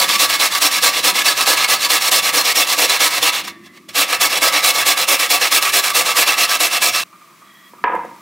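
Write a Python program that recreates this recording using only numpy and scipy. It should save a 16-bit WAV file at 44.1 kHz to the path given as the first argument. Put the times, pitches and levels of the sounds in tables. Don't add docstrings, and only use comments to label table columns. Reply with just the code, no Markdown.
import sys
import numpy as np
from scipy import signal
from scipy.fft import rfft, irfft, next_fast_len
from scipy.io import wavfile
from scipy.ndimage import uniform_filter1d

SR = 44100
rng = np.random.default_rng(int(sys.argv[2]) if len(sys.argv) > 2 else 0)


def wav_out(sig):
    wavfile.write(sys.argv[1], SR, np.round(np.clip(np.atleast_2d(sig).T, -1, 1) * 32767).astype(np.int16))


def voltage_ratio(decibels):
    exponent = np.asarray(decibels, float) / 20
    return 10 ** exponent


N = 362080
LIFT_S, CUT_S = 3.43, 7.037
SIDES = np.array([[1], [-1]])

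# turn_s, bite_db, ease_db (as the pressure eases), box_boom_db
DOWN = [(-.035, -13, -16.5, -1), (0.177, -10, -11, -2), (.382, -16, -13, -1.5), (0.597, -11.5, -13.5, 2.5),
        (0.808, -7.5, -11.5, -1), (1.023, -11.5, -12.5, 0), (1.237, -11.5, -9.5, -1.5),
        (1.449, -9.5, -13, 1), (1.67, -15, -11.5, 0.5), (1.884, -14, -16, -0.5),
        (2.102, -10.5, -12.5, -1.5), (2.321, -14, -15, 2), (2.539, -12.5, -14.5, 3.5),
        (2.763, -12.5, -13.5, 4.5), (2.986, -13, -14.5, -3), (3.206, -16, -13.5, 0),
        (3.928, -16.5, -12.5, -2), (4.189, -11, -15.5, -1.5), (4.402, -11, -14, 2.5),
        (4.617, -10.5, -13, -1), (4.843, -13, -11, 1), (5.065, -14, -13.5, 4), (5.285, -12.5, -14, 0.5),
        (5.5, -13, -12, -0.5), (5.712, -14, -15, 0.5), (5.931, -13, -14, 0), (6.143, -11.5, -12.5, 0),
        (6.361, -15, -14, -1), (6.585, -15, -17, 1), (6.798, -11.5, -13.5, 2)]
# peak_s, level_db, rise_s, fall_s
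GRAZES = [
    (3.448, -26.5, 0.016, 0.035),
    (3.479, -24.5, 0.017, 0.028),
    (3.669, -43, 0.049, 0.017),
    (3.776, -43, 0.047, .013),
    (3.89, -30.5, 0.0049, 0.028),
]
# start_s, glass_ring_db, board_thud_db
KNOCKS = [(7.735, -39, -37), (7.84, -3, -13), (7.844, -7, -29), (7.870, -6, -39), (7.877, -1.5, -42),
          (7.889, -14, -42), (7.894, -6, -13), (7.899, -14, -39), (7.906, -21, -33), (7.92, -15, -20),
          (7.934, -11, -35), (7.941, -21, -8.5), (7.95, -8, -32), (7.96, -8, -29), (7.974, -22, -23),
          (7.991, -15, -30), (8.009, -24, -39), (8.022, -25, -43), (8.033, -19, -43), (8.045, -31, -17),
          (8.09, -29, -51), (8.112, -26, -51), (8.125, -33, -47), (8.143, -36, -55), (8.161, -41, -56),
          (8.181, -39, -55)]


def grater():
    teeth_per_s, snap_spread_db = 9000, 2
    rasp_db, steel_db = -1, -2
    boom, wall, face, hiss = contact()
    level_db = pressure()
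    haste_db = np.clip(level_db + 16.0, -20, 5)
    bright_db = 0.079 * haste_db
    zones = np.array([boom + 0.11 * haste_db, wall - bright_db, face, 0 * boom, hiss + bright_db])
    sizes = voltage_ratio(snap_spread_db * np.minimum(rng.exponential(1, N), 5)) * rng.choice([-1, 1], N)
    snaps = rms_one(sizes * (rng.random(N) < teeth_per_s / SR))
    direct = teeth_rasp(snaps, level_db, zones)
    walls = steel_walls(snaps, level_db, zones)
    return low_cut(voltage_ratio(rasp_db) * direct + voltage_ratio(steel_db) * walls, 316)


def teeth_rasp(snaps, level_db, zones):
    # pitch_hz, level_db
    rasp_colour = [(24, -52), (40, -55), (243, -70), (296, -0.5), (431, -10), (501, -1), (892, -5),
                   (1150, 0), (1430, -9), (2680, 1), (2970, 0), (5550, -2.5), (15900, -10.5)]
    rasp = colour(snaps * voltage_ratio(level_db), rasp_colour) / np.std(colour(snaps, rasp_colour))
    grid_hz = np.geomspace(30, 20000, 60)
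    direct = 0
    for k in range(5):
        share = np.maximum(1 - abs(zone_of(grid_hz) - k), 1e-4)
        direct = direct + voltage_ratio(zones[k]) * colour(rasp, np.c_[grid_hz, 20 * np.log10(share)])
    return direct


def steel_walls(snaps, level_db, zones):
    steel_hz = [300, 511, 700, 757, 975, 1150, 1279, 1696, 1910, 2085, 2197, 2320, 2408, 2620, 2660, 2790,
                3410, 3488, 3922, 4062, 4209, 4511, 4657, 5107, 5537, 5900, 8200]
    # level_db, t60_s
    steel = [(-10.5, 0.06), (-5, 0.054), (-7.5, 0.046), (-3, 0.05), (-5, 0.13), (1, 0.3), (1, 0.071),
             (-3, 0.037), (-1.5, 0.037), (-19, 0.11), (2, 0.044), (-5.5, 0.055), (-2.5, 0.016), (-26, 0.2),
             (3, 0.061), (-2.5, 0.026), (-6.5, 0.14), (1, 0.051), (1, 0.11), (-5, 0.065), (2, 0.026),
             (-0.5, 0.02), (-19, 0.036), (-4.5, 0.051), (1, 0.019), (-14, 0.046), (-30, 0.062)]
    loading = [-1.5, -0.07, 0.98, -0.03, 0.064, -0.7, 0.45, -0.87, 0.79, -0.48, 0.36, 0.87, -0.76, 0.54, 1,
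               -0.35, -.1, -0.93, -0.7, -0.86, 0.2, -1.1, -1, -0.019, 0.32, -0.17, .4]
    regripped = [4.3, -0.7, 2.8, -1.9, -10, 2.5, -2, 3, -4.3, -7, -0.5, 4, 1, -2, 0.5, -0.2, 8, -1, 2, -1,
                 -1, 1, 6, 1.5, 0.1, -12, 0.1]
    # pitch_hz, level_db, t60_s
    edges = [(1602, -6, 0.13), (2017, -4.5, 0.085), (2200, -4.5, 0.041), (2705, -7, 0.053),
             (3190, -16, .05), (3800, -8, 0.035), (5110, -9, .04), (5320, -7, 0.032), (6800, -18, .02),
             (7350, -13, .02), (7900, -10, .02), (8900, -7.5, .015), (11050, -10, .015), (11100, -24, .015)]
    wander_db, steady_below_hz, steady_share = 3.8, 1400, 0.3
    damped_cycles = 100
    since = np.arange(N) / SR - 3.5
    modes = []
    for hz, (db, t60), slope, grip_db in zip(steel_hz, steel, loading, regripped):
        modes.append((hz, db + slope * since + grip_db * (since > 0), t60))
    walls = 0
    for number, (hz, mode_db, t60) in enumerate(modes + edges):
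        steady = hz < steady_below_hz
        k = min(int(zone_of(hz)), 3)
        contact_db = zones[k] + (zone_of(hz) - k) * (zones[k + 1] - zones[k])
        moving_db = wander_db * (steady_share if steady else 1) * drift(24)
        drive = np.roll(snaps, 997 * number) * voltage_ratio(level_db + mode_db + contact_db + moving_db)
        t60 = t60 if steady else min(t60, damped_cycles / hz)
        walls = walls + ring(drive, hz, t60) / np.sqrt(t60 * SR)
    return walls


def zone_of(hz):
    centre_hz = [500, 1200, 2400, 4500, 11000]
    return np.interp(np.log(hz), np.log(centre_hz), np.arange(5))


def pressure():
    # start_s, extra_db
    snags = [(0.149, 2), (0.339, 3), (0.55, 7.5), (.618, 3), (.715, 2), (.778, 1), (1.189, 6), (1.408, 7),
             (1.644, 11), (1.828, 2), (1.848, 9), (1.902, 5), (2.338, -4), (2.896, 9.5), (3.228, 5),
             (4.128, 11), (4.34, 2), (4.375, 4), (4.533, 0), (5.625, 11), (5.698, -1), (5.731, 1),
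             (5.902, 9), (6.603, 3)]
    lift_db, hover_db, last_db = -41, -65, -29
    bite_db, bite_s = 2, 0.008
    flutter_db, rows_db, rows_per_s = 1, 0.5, 51
    rows = [(LIFT_S, lift_db), (LIFT_S + 0.1, hover_db), (GRAZES[-1][0], hover_db), (CUT_S + 0.0092, last_db)]
    jolts = np.zeros(N)
    for (s, first_db, ease_db, _), (bite, ease, turn_db, _, _), (swell_db, *_), _ in strokes():
        middle = ((bite + ease) / 2, (first_db + ease_db) / 2 + swell_db)
        rows += [(s, turn_db), (bite, first_db), middle, (ease, ease_db)]
        jolts[max(round(bite * SR), 0)] = bite_db
    for s, extra_db in snags:
        jolts[round(s * SR)] += extra_db
    jolts = signal.lfilter([1], [1, -np.exp(-1 / (bite_s * SR))], jolts)

    def graze_db(t):
        span_db = 15
        return np.max([db - span_db * np.maximum((s - t) / rise, (t - s) / fall)
                       for s, db, rise, fall in GRAZES], axis=0)

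    level_db = np.maximum(in_time(sorted(rows))[0], smooth(graze_db))
    return level_db + jolts + flutter_db * drift(84) + rows_db * drift(rows_per_s)


def contact():
    clog_db_per_s, scatter_db = 0.2, 1.25
    rows = []
    for (s, _, _, boom_db), feel, tint, end in strokes():
        hiss_db = tint[3] + clog_db_per_s * s + scatter_db * rng.standard_normal()
        rows.append(((s + end) / 2, boom_db, tint[1] + feel[3], tint[2] + feel[4], hiss_db))
    rows += [(graze[0], 1, 2, 2.3, -0.85) for graze in GRAZES]
    return in_time(sorted(rows))


def strokes():
    # turn_s, bite_db, ease_db, box_boom_db
    up = [(.073, -16, -16, -9), (0.278, -17.5, -17, -5), (.5, -20.5, -18, -12), (.703, -20, -15.5, -9),
          (0.918, -18, -17.5, -2), (1.134, -17, -18, -7), (1.35, -16.5, -17.5, -8),
          (1.56, -17.5, -17, -5.5), (1.783, -16, -20.5, -6), (1.996, -18, -14, -5), (2.218, -19.5, -14, -3),
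          (2.434, -16.5, -16, -4), (2.655, -22.5, -12.5, -7), (2.879, -14.5, -17, -3),
          (3.1, -22.5, -17, 0.5), (3.316, -19.5, -22.5, -3), (4.063, -24, -19.5, 3), (4.29, -24.5, -17, 6),
          (4.512, -15, -17, 1.5), (4.731, -17.5, -18.5, 2.5), (4.957, -17.5, -17.5, 1),
          (5.178, -15, -20, -3), (5.392, -15, -18.5, -1), (5.605, -21, -18.5, -4), (5.82, -15, -26, -7),
          (6.039, -15, -18, -3), (6.253, -14.5, -19.5, -1), (6.472, -19, -16, -6), (6.696, -20, -17.5, -3),
          (6.916, -16, -20, -9.5)]
    # bite_s, ease_s, turn_db, wall_ring_db, face_ring_db
    down_feel = [(0.0, 0.05, -28.0, -1.5, -1.5), (0.201, 0.249, -28.5, -3, -3.5),
                 (0.398, 0.459, -30, -2, 0.5), (0.622, 0.675, -31.5, -1, -0.5),
                 (0.838, 0.888, -31, -3.5, -3), (1.046, 1.1, -30.0, -4, -1), (1.261, 1.31, -29, -4, -5),
                 (1.475, 1.537, -28, -4, -4.5), (1.686, 1.739, -31, -3, -1),
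                 (1.905, 1.973, -32, -2.5, -1.0), (2.118, 2.189, -38, -6, -2.5),
                 (2.339, 2.41, -32.5, -2.5, -1.5), (2.56, 2.627, -36, -5, 0), (2.792, 2.855, -28, -4, -1),
                 (3.01, 3.079, -28, -1.5, 0.5), (3.227, 3.29, -30.5, -1.5, 2.5),
                 (3.957, 4.029, -47, -4, -0.5), (4.214, 4.269, -38.5, -0.5, -4),
                 (4.429, 4.487, -33.5, 1, -1.5), (4.646, 4.705, -29.5, -3.5, -3),
                 (4.864, 4.922, -32, -2.5, -1.5), (5.087, 5.148, -36, -2, 0.5),
                 (5.308, 5.363, -34.5, -4, -3), (5.523, 5.583, -33.5, -3, 1), (5.74, 5.795, -33.5, -5.5, 1),
                 (5.954, 6.011, -34, -2.5, -1.5), (6.168, 6.231, -31, -1.5, -1),
                 (6.384, 6.449, -32.5, -3.5, 2), (6.609, 6.671, -36, -2.5, 1.5),
                 (6.826, 6.887, -36, -5, -1.5)]
    up_feel = [(0.091, 0.156, -26.5, -3, 0.5), (0.298, 0.36, -27.5, -0.5, -1),
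               (0.52, 0.585, -30.5, 2.0, -4), (0.716, 0.779, -31, -3, 0.5), (0.941, 0.995, -24.5, -4, 0.5),
               (1.156, 1.224, -32, -1.5, 1), (1.376, 1.44, -27, 3, -0.5), (1.573, 1.648, -26.5, 1.5, 2.5),
               (1.823, 1.869, -30, -1.5, -0.5), (2.02, 2.095, -29, -1.5, -1), (2.23, 2.291, -30, -1.5, 1),
               (2.452, 2.523, -28, -2.5, 0), (2.671, 2.727, -30, -2.5, -1), (2.903, 2.969, -26, 0, 0),
               (3.106, 3.182, -29, -1.5, -0.5), (3.333, 3.403, -30, -1, 1.5), (4.089, 4.152, -35, 3, 3),
               (4.299, 4.373, -30, -3, 3), (4.538, 4.585, -30, 2.5, 3.5), (4.754, 4.828, -29.5, 1.5, -0.5),
               (4.977, 5.034, -32, 1, 2), (5.199, 5.262, -31, -0.5, 2), (5.415, 5.477, -30.5, 1.5, 3),
               (5.619, 5.703, -33, 4, 2), (5.842, 5.92, -32, 4.5, -0.5), (6.063, 6.121, -28.5, 3, -2.5),
               (6.277, 6.341, -30.5, 3.5, 1.5), (6.493, 6.557, -31, 2, -2), (6.721, 6.774, -31, 0.5, 0.5),
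               (6.948, 7.001, -29, 1, -2)]
    down_colour, up_colour = (1.5, 4.5, 0, 2.5), (1.45, 3, 0.5, -1)
    rows = [(row, feel, down_colour) for row, feel in zip(DOWN, down_feel)]
    rows += [(row, feel, up_colour) for row, feel in zip(up, up_feel)]
    rows.sort()
    turns = [row[0] for row, _, _ in rows] + [CUT_S + 0.012]
    return [(*row, min(end, LIFT_S) if row[0][0] < LIFT_S else end) for row, end in zip(rows, turns[1:])]


def fingers():
    # start_s, peak_db
    taps = [
        (7.0828, -55),
        (7.127, -26.5),
        (7.148, -45),
        (7.212, -31),
        (7.2719, -46),
        (7.3098, -45),
        (7.3344, -43),
        (7.415, -28.5),
        (7.782, -31),
    ]
    # start_s, length_s, level_db
    rests = [
        (5.4, 0.45, -60),
        (7.06, 0.1, -44),
        (7.2, .13, -43),
        (7.42, .13, -41),
        (7.74, 0.57, -39.5),
        (7.34, 0.46, -64),
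    ]
    # start_s, length_s, level_db
    glides = [
        (7.45, 0.24, -44.5),
        (7.55, 0.12, -54),
        (7.05, 1.2, -78),
    ]
    # start_s, length_s, level_db
    regrip = [
        (3.5, 0.066, -39),
        (3.6, 0.18, -44),
    ]
    tap_s = 0.015
    rub = rng.standard_normal((2, N))
    push = voltage_ratio(-31.5) * hand(rests) * rub[0]
    since = np.arange(SR // 10) / SR
    for s, peak_db in taps:
        span = slice(round(s * SR), round(s * SR) + len(since))
        push[span] += voltage_ratio(peak_db - 30.5) * np.exp(-since / tap_s) * rub[1, span]
    glide, shift = voltage_ratio(-24.0) * hand(glides) * rub[1], voltage_ratio(-30.0) * hand(regrip) * rub[1]
    low_modes = [(1156, -12, 0.072), (1210, -2.5, 0.085), (1290, -11, 0.04), (2350, -11.0, 0.03)]
    high_modes = [(1910, -10, 0.03), (1930, -7, 0.04), (3300, -6, 0.036), (3860, -18, 0.03)]
    low = sum(voltage_ratio(db) * ring(push, hz, t60) for hz, db, t60 in low_modes)
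    high = sum(voltage_ratio(db) * ring(glide, hz, t60) for hz, db, t60 in high_modes)
    grip = sum(ring(shift, hz, t60) for hz, t60 in [(2015, 0.073), (1830, 0.043), (640, 0.019)])
    return low_cut(low + high + grip, 670)


def hand(rows):
    rise_s, sag_db_per_s = 0.027, 5

    def gain(t):
        total = 0
        for s, length, db in rows:
            fade = np.clip(np.minimum(t - s, s + length - t) / rise_s + 1, 0, 1) ** 2
            total = total + voltage_ratio(db - sag_db_per_s * np.clip(t - s, 0, length)) * fade
        return total

    return smooth(gain)


def bowl():
    # pitch_hz, level_db, t60_s
    glass = [(958, 3, 0.031), (977, -14, 0.27), (1030, -7, 0.05), (1110, -19, 0.05), (1240, -11, .06),
             (1285, -25, 0.06), (1660, -7.5, 0.051), (1750, -19, .06), (2070, -12, .05), (2420, -20, .04),
             (2650, -17, 0.033)]
    # pitch_hz, level_db, t60_s
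    board = [(330, -12, 0.035), (510, -1.5, 0.022), (720, -8, 0.031)]
    soft_dull_db = 6.5
    start = int(7.7 * SR)
    touch_s, ring_db, thud_db = np.transpose(KNOCKS)
    at = (touch_s * SR).round().astype(int) - start
    soft = touch_s >= 7.85
    parts = []
    for hz, db, t60 in glass:
        luck_db = rng.normal(0, 2.6, len(KNOCKS))
        dull_db = soft * soft_dull_db * abs(np.log2(hz / glass[0][0]))
        parts.append((hz, db - 3.0 + ring_db + luck_db - dull_db, t60))
    parts += [(hz, db + 2.5 + thud_db, t60) for hz, db, t60 in board]
    rounding = signal.butter(8, 2800, fs=SR, output="sos")
    out = np.zeros(N - start)
    for hz, db, t60 in parts:
        push = np.zeros((2, N - start))
        push[soft.astype(int), at] = voltage_ratio(db)
        sharp = signal.sosfilt(rounding, push[0] + 1e-18)
        rocking = np.convolve(push[1], settle(hz))[round(2 * SR / hz):][:N - start]
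        out += ring(sharp + rocking, hz, t60)
    return low_cut(np.r_[np.zeros(start), out], 300) + clatter() + rim_ticks()


def settle(hz):
    t = np.arange(round(7.0 * SR / hz)) / SR
    swell = np.hanning(len(t))
    return 2 * swell * np.cos(2 * np.pi * hz * t) / swell.sum()


def clatter():
    # pitch_hz, level_db
    blow_colour = [(200, -30), (400, 1), (1000, 5), (1700, 2.5), (2200, 0), (2700, -8), (3700, -20.5),
                   (4200, -36), (8000, -62)]
    crack_db, crack_s = -6.5, 0.0047
    rattle_db, rattle_t60_s = -23, 0.62
    since = np.maximum(np.arange(N) / SR - KNOCKS[1][0] + 0.00094, 0)
    crack = voltage_ratio(crack_db) * np.exp(-since / crack_s)
    rattle = voltage_ratio(rattle_db - 60 * since / rattle_t60_s + 2.0 * drift(40))
    noise = rms_one(colour(rng.standard_normal(N), blow_colour))
    blow = noise * (crack + rattle) * np.clip(since / 0.0013, 0, 1)
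    return signal.sosfilt(signal.butter(8, 4000, fs=SR, output="sos"), blow)


def rim_ticks():
    # start_s, level_db
    clicks = [
        (7.843, -53),
        (7.952, -37),
        (8.052, -44),
    ]
    t = np.arange(N) / SR
    ticks = sum(voltage_ratio(db) * np.exp(-np.maximum(t - s, 0) / 0.003) * (t > s) for s, db in clicks)
    return low_cut(ticks * rng.standard_normal(N), 3000)


def room_tone():
    # pitch_hz, level_db
    hum = [(18, -72), (30, -45), (183, 4), (327, -6), (430, -8), (552, -9), (663, -1.5), (776, -16),
           (1150, 7.5), (1460, -8), (2100, -3.5), (2340, -2), (2740, -9), (15900, -16.5)]
    # start_s, level_db
    tone_level = [(0.0, -57), (8.21, -47.5)]
    mid, side = rng.standard_normal((2, N))
    tone = rms_one(colour(mid + voltage_ratio(-11.5) * side * SIDES, hum))
    gain = voltage_ratio(in_time(tone_level)[0] + 0.8 * drift(4.3))
    return gain * tone + murmur() + motor_whine() + worktop_boom()


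def murmur():
    # pitch_hz, level_db
    murmur_colour = [(18, -50), (30, -41), (92, -11), (128, -13), (192, 3.5), (250, -2.5), (310, 0.5),
                     (350, 4.5), (400, -14), (580, -37), (990, -120)]
    low, side = rng.standard_normal((2, N))
    noise = rms_one(colour(low + voltage_ratio(-27) * side * SIDES, murmur_colour))
    return noise * rumble() * voltage_ratio(1.5 * drift(25))


def rumble():
    # peak_s, level_db
    rocks = [
        (0.0, -39),
        (1.1, -41),
        (2.29, -52),
        (3.5, -50),
        (3.7, -60),
        (4.34, -47),
        (6.22, -65),
        (7.92, -40.5),
        (8.05, -61),
    ]
    rise_s, fall_db_per_s = 0.22, 66

    def gain(t):
        total = voltage_ratio(np.where(t < CUT_S, -49, -60))
        for s, db in rocks:
            rise = np.clip((t - s) / rise_s + 1, 0, 1) ** 2
            total = total + voltage_ratio(db - fall_db_per_s * np.maximum(t - s, 0)) * rise
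        return total

    return smooth(gain)


def motor_whine():
    # start_s, level_db
    whine = [(7.5, -85), (7.53, -62), (7.7, -61), (7.84, -72), (7.85, -95)]
    tone = rms_one(ring(rng.standard_normal(N), 14300, 0.008))
    return tone * voltage_ratio(in_time(whine)[0] + 2.5 * drift(60))


def worktop_boom():
    work_db, idle_db = -58, -80
    resume_s = DOWN[16][0]
    at_s = [LIFT_S, LIFT_S + 0.092, resume_s - 0.1, resume_s, CUT_S, CUT_S + 0.02]
    level_db = np.interp(np.arange(N) / SR, at_s, [work_db, idle_db, idle_db, work_db, work_db, idle_db])
    return rms_one(ring(rng.standard_normal(N), 119.6, 0.38)) * voltage_ratio(level_db + 3.7 * drift(3.7))


def kitchen(x):
    t60_s, wall_cut_hz = 0.34, 3600
    t = np.arange(SR // 2) / SR
    noise = rng.standard_normal((2, len(t)))
    dull = signal.sosfilt(signal.butter(2, wall_cut_hz, fs=SR, output="sos"), noise)
    tail = dull * voltage_ratio(-60 * t / t60_s) + (noise - dull) * voltage_ratio(-60 * t / (0.39 * t60_s))
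    tail = tail * np.clip(t / 0.008 - 0.2, 0, 1)
    return signal.fftconvolve(x[None], tail / np.sqrt(np.sum(tail ** 2) / 2))[:, :N]


def spread(near, wet):
    # pitch_hz, side_minus_mid_db
    side_colour = [(60, -29), (150, -19), (380, -11), (950, -11), (2380, -16.5), (5980, -58), (15000, -53)]
    # pitch_hz, level_db
    lean = [(100, -20), (500, -21.5), (1100, -19), (2200, -22), (6000, -21.5)]
    mid = (wet[0] + wet[1]) / 2
    side = voltage_ratio(1.5) * colour((wet[0] - wet[1]) / 2, side_colour) - colour(near, lean)
    return near + mid + side * SIDES


def apart(x):
    # low_hz, high_hz, side_under_mid_db
    bands = [(3500, 6000, -18), (6000, 9500, -13), (9500, 14500, -8)]
    rarity = 1.9
    other = np.roll(x.mean(0), 300)
    side = 0
    for low_hz, high_hz, db in bands:
        band = signal.butter(4, [low_hz, high_hz], "band", fs=SR, output="sos")
        side = side + voltage_ratio(db) * (drift(8) > rarity) * signal.sosfilt(band, other)
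    return x + side * SIDES


def rms_one(x):
    return x / np.sqrt(np.mean(x ** 2) + 1e-20)


def in_time(rows):
    s, *columns = np.transpose(rows)
    return np.array([np.interp(np.arange(N) / SR, s, c) for c in columns])


def smooth(shape):
    t = np.arange(0, N / SR + 0.002, 0.001)
    return np.interp(np.arange(N) / SR, t, shape(t))


def colour(x, points):
    size = next_fast_len(N)
    hz = np.maximum(np.arange(size // 2 + 1) * SR / size, 1)
    point_hz, point_db = np.array(points).T
    hz_db = np.interp(np.log(hz), np.log(point_hz), point_db)
    return irfft(rfft(x, size) * voltage_ratio(hz_db), size)[..., :N]


def drift(rate):
    r = np.exp(-80 * np.pi * rate / SR)
    slow = signal.lfilter([1], [1, -2 * r, r * r], rng.standard_normal(N // 40 + 2002))[2000:]
    return np.interp(np.arange(N) / 40, np.arange(len(slow)), rms_one(slow))


def ring(clicks, hz, t60):
    r, w = voltage_ratio(-60 / (t60 * SR)), 2 * np.pi * hz / SR
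    return signal.lfilter([0, np.sin(w)], [1, -2 * r * np.cos(w), r * r], clicks + 1e-18)


def low_cut(x, hz):
    return signal.sosfilt(signal.butter(4, hz, "high", fs=SR, output="sos"), x)


def scene():
    rasp, late = grater(), bowl()
    before_cut = np.clip((CUT_S * SR - np.arange(N)) / 40, 0, 1)
    grating = spread(rasp, voltage_ratio(-12.0) * kitchen(rasp)) * before_cut
    knocking = spread(late, voltage_ratio(-9) * kitchen(late))
    touches = fingers() * voltage_ratio([[-0.6], [0.6]])
    duck_db, duck_s, blow_s = -1.5, 0.1, KNOCKS[1][0]
    duck = smooth(lambda t: voltage_ratio(duck_db * (t > blow_s) * np.clip(1.5 - (t - blow_s) / duck_s, 0, 1)))
    return grating + knocking + touches + room_tone() * duck


def low_pass(x):
    return signal.sosfilt(signal.butter(12, 16020, fs=SR, output="sos"), x)


def record(dry):
    level_db = 20 * np.log10(uniform_filter1d(np.abs(dry).max(0), 90) + 1e-6)
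    fall = 70 * np.arange(N) / SR
    held_db = np.maximum.accumulate(level_db + fall) - fall
    gain_db = uniform_filter1d(-0.55 * np.maximum(held_db + 10.5, 0), 60)
    rounded = np.tanh(apart(dry) * voltage_ratio(gain_db))
    bass = signal.butter(3, 88, "high", fs=SR, output="sos")
    top = signal.ellip(12, 0.3, 60, 15780, fs=SR, output="sos")
    return low_pass(signal.sosfilt(top, signal.sosfilt(bass, rounded)))


dry = scene()
out = record(dry)
wav_out(out)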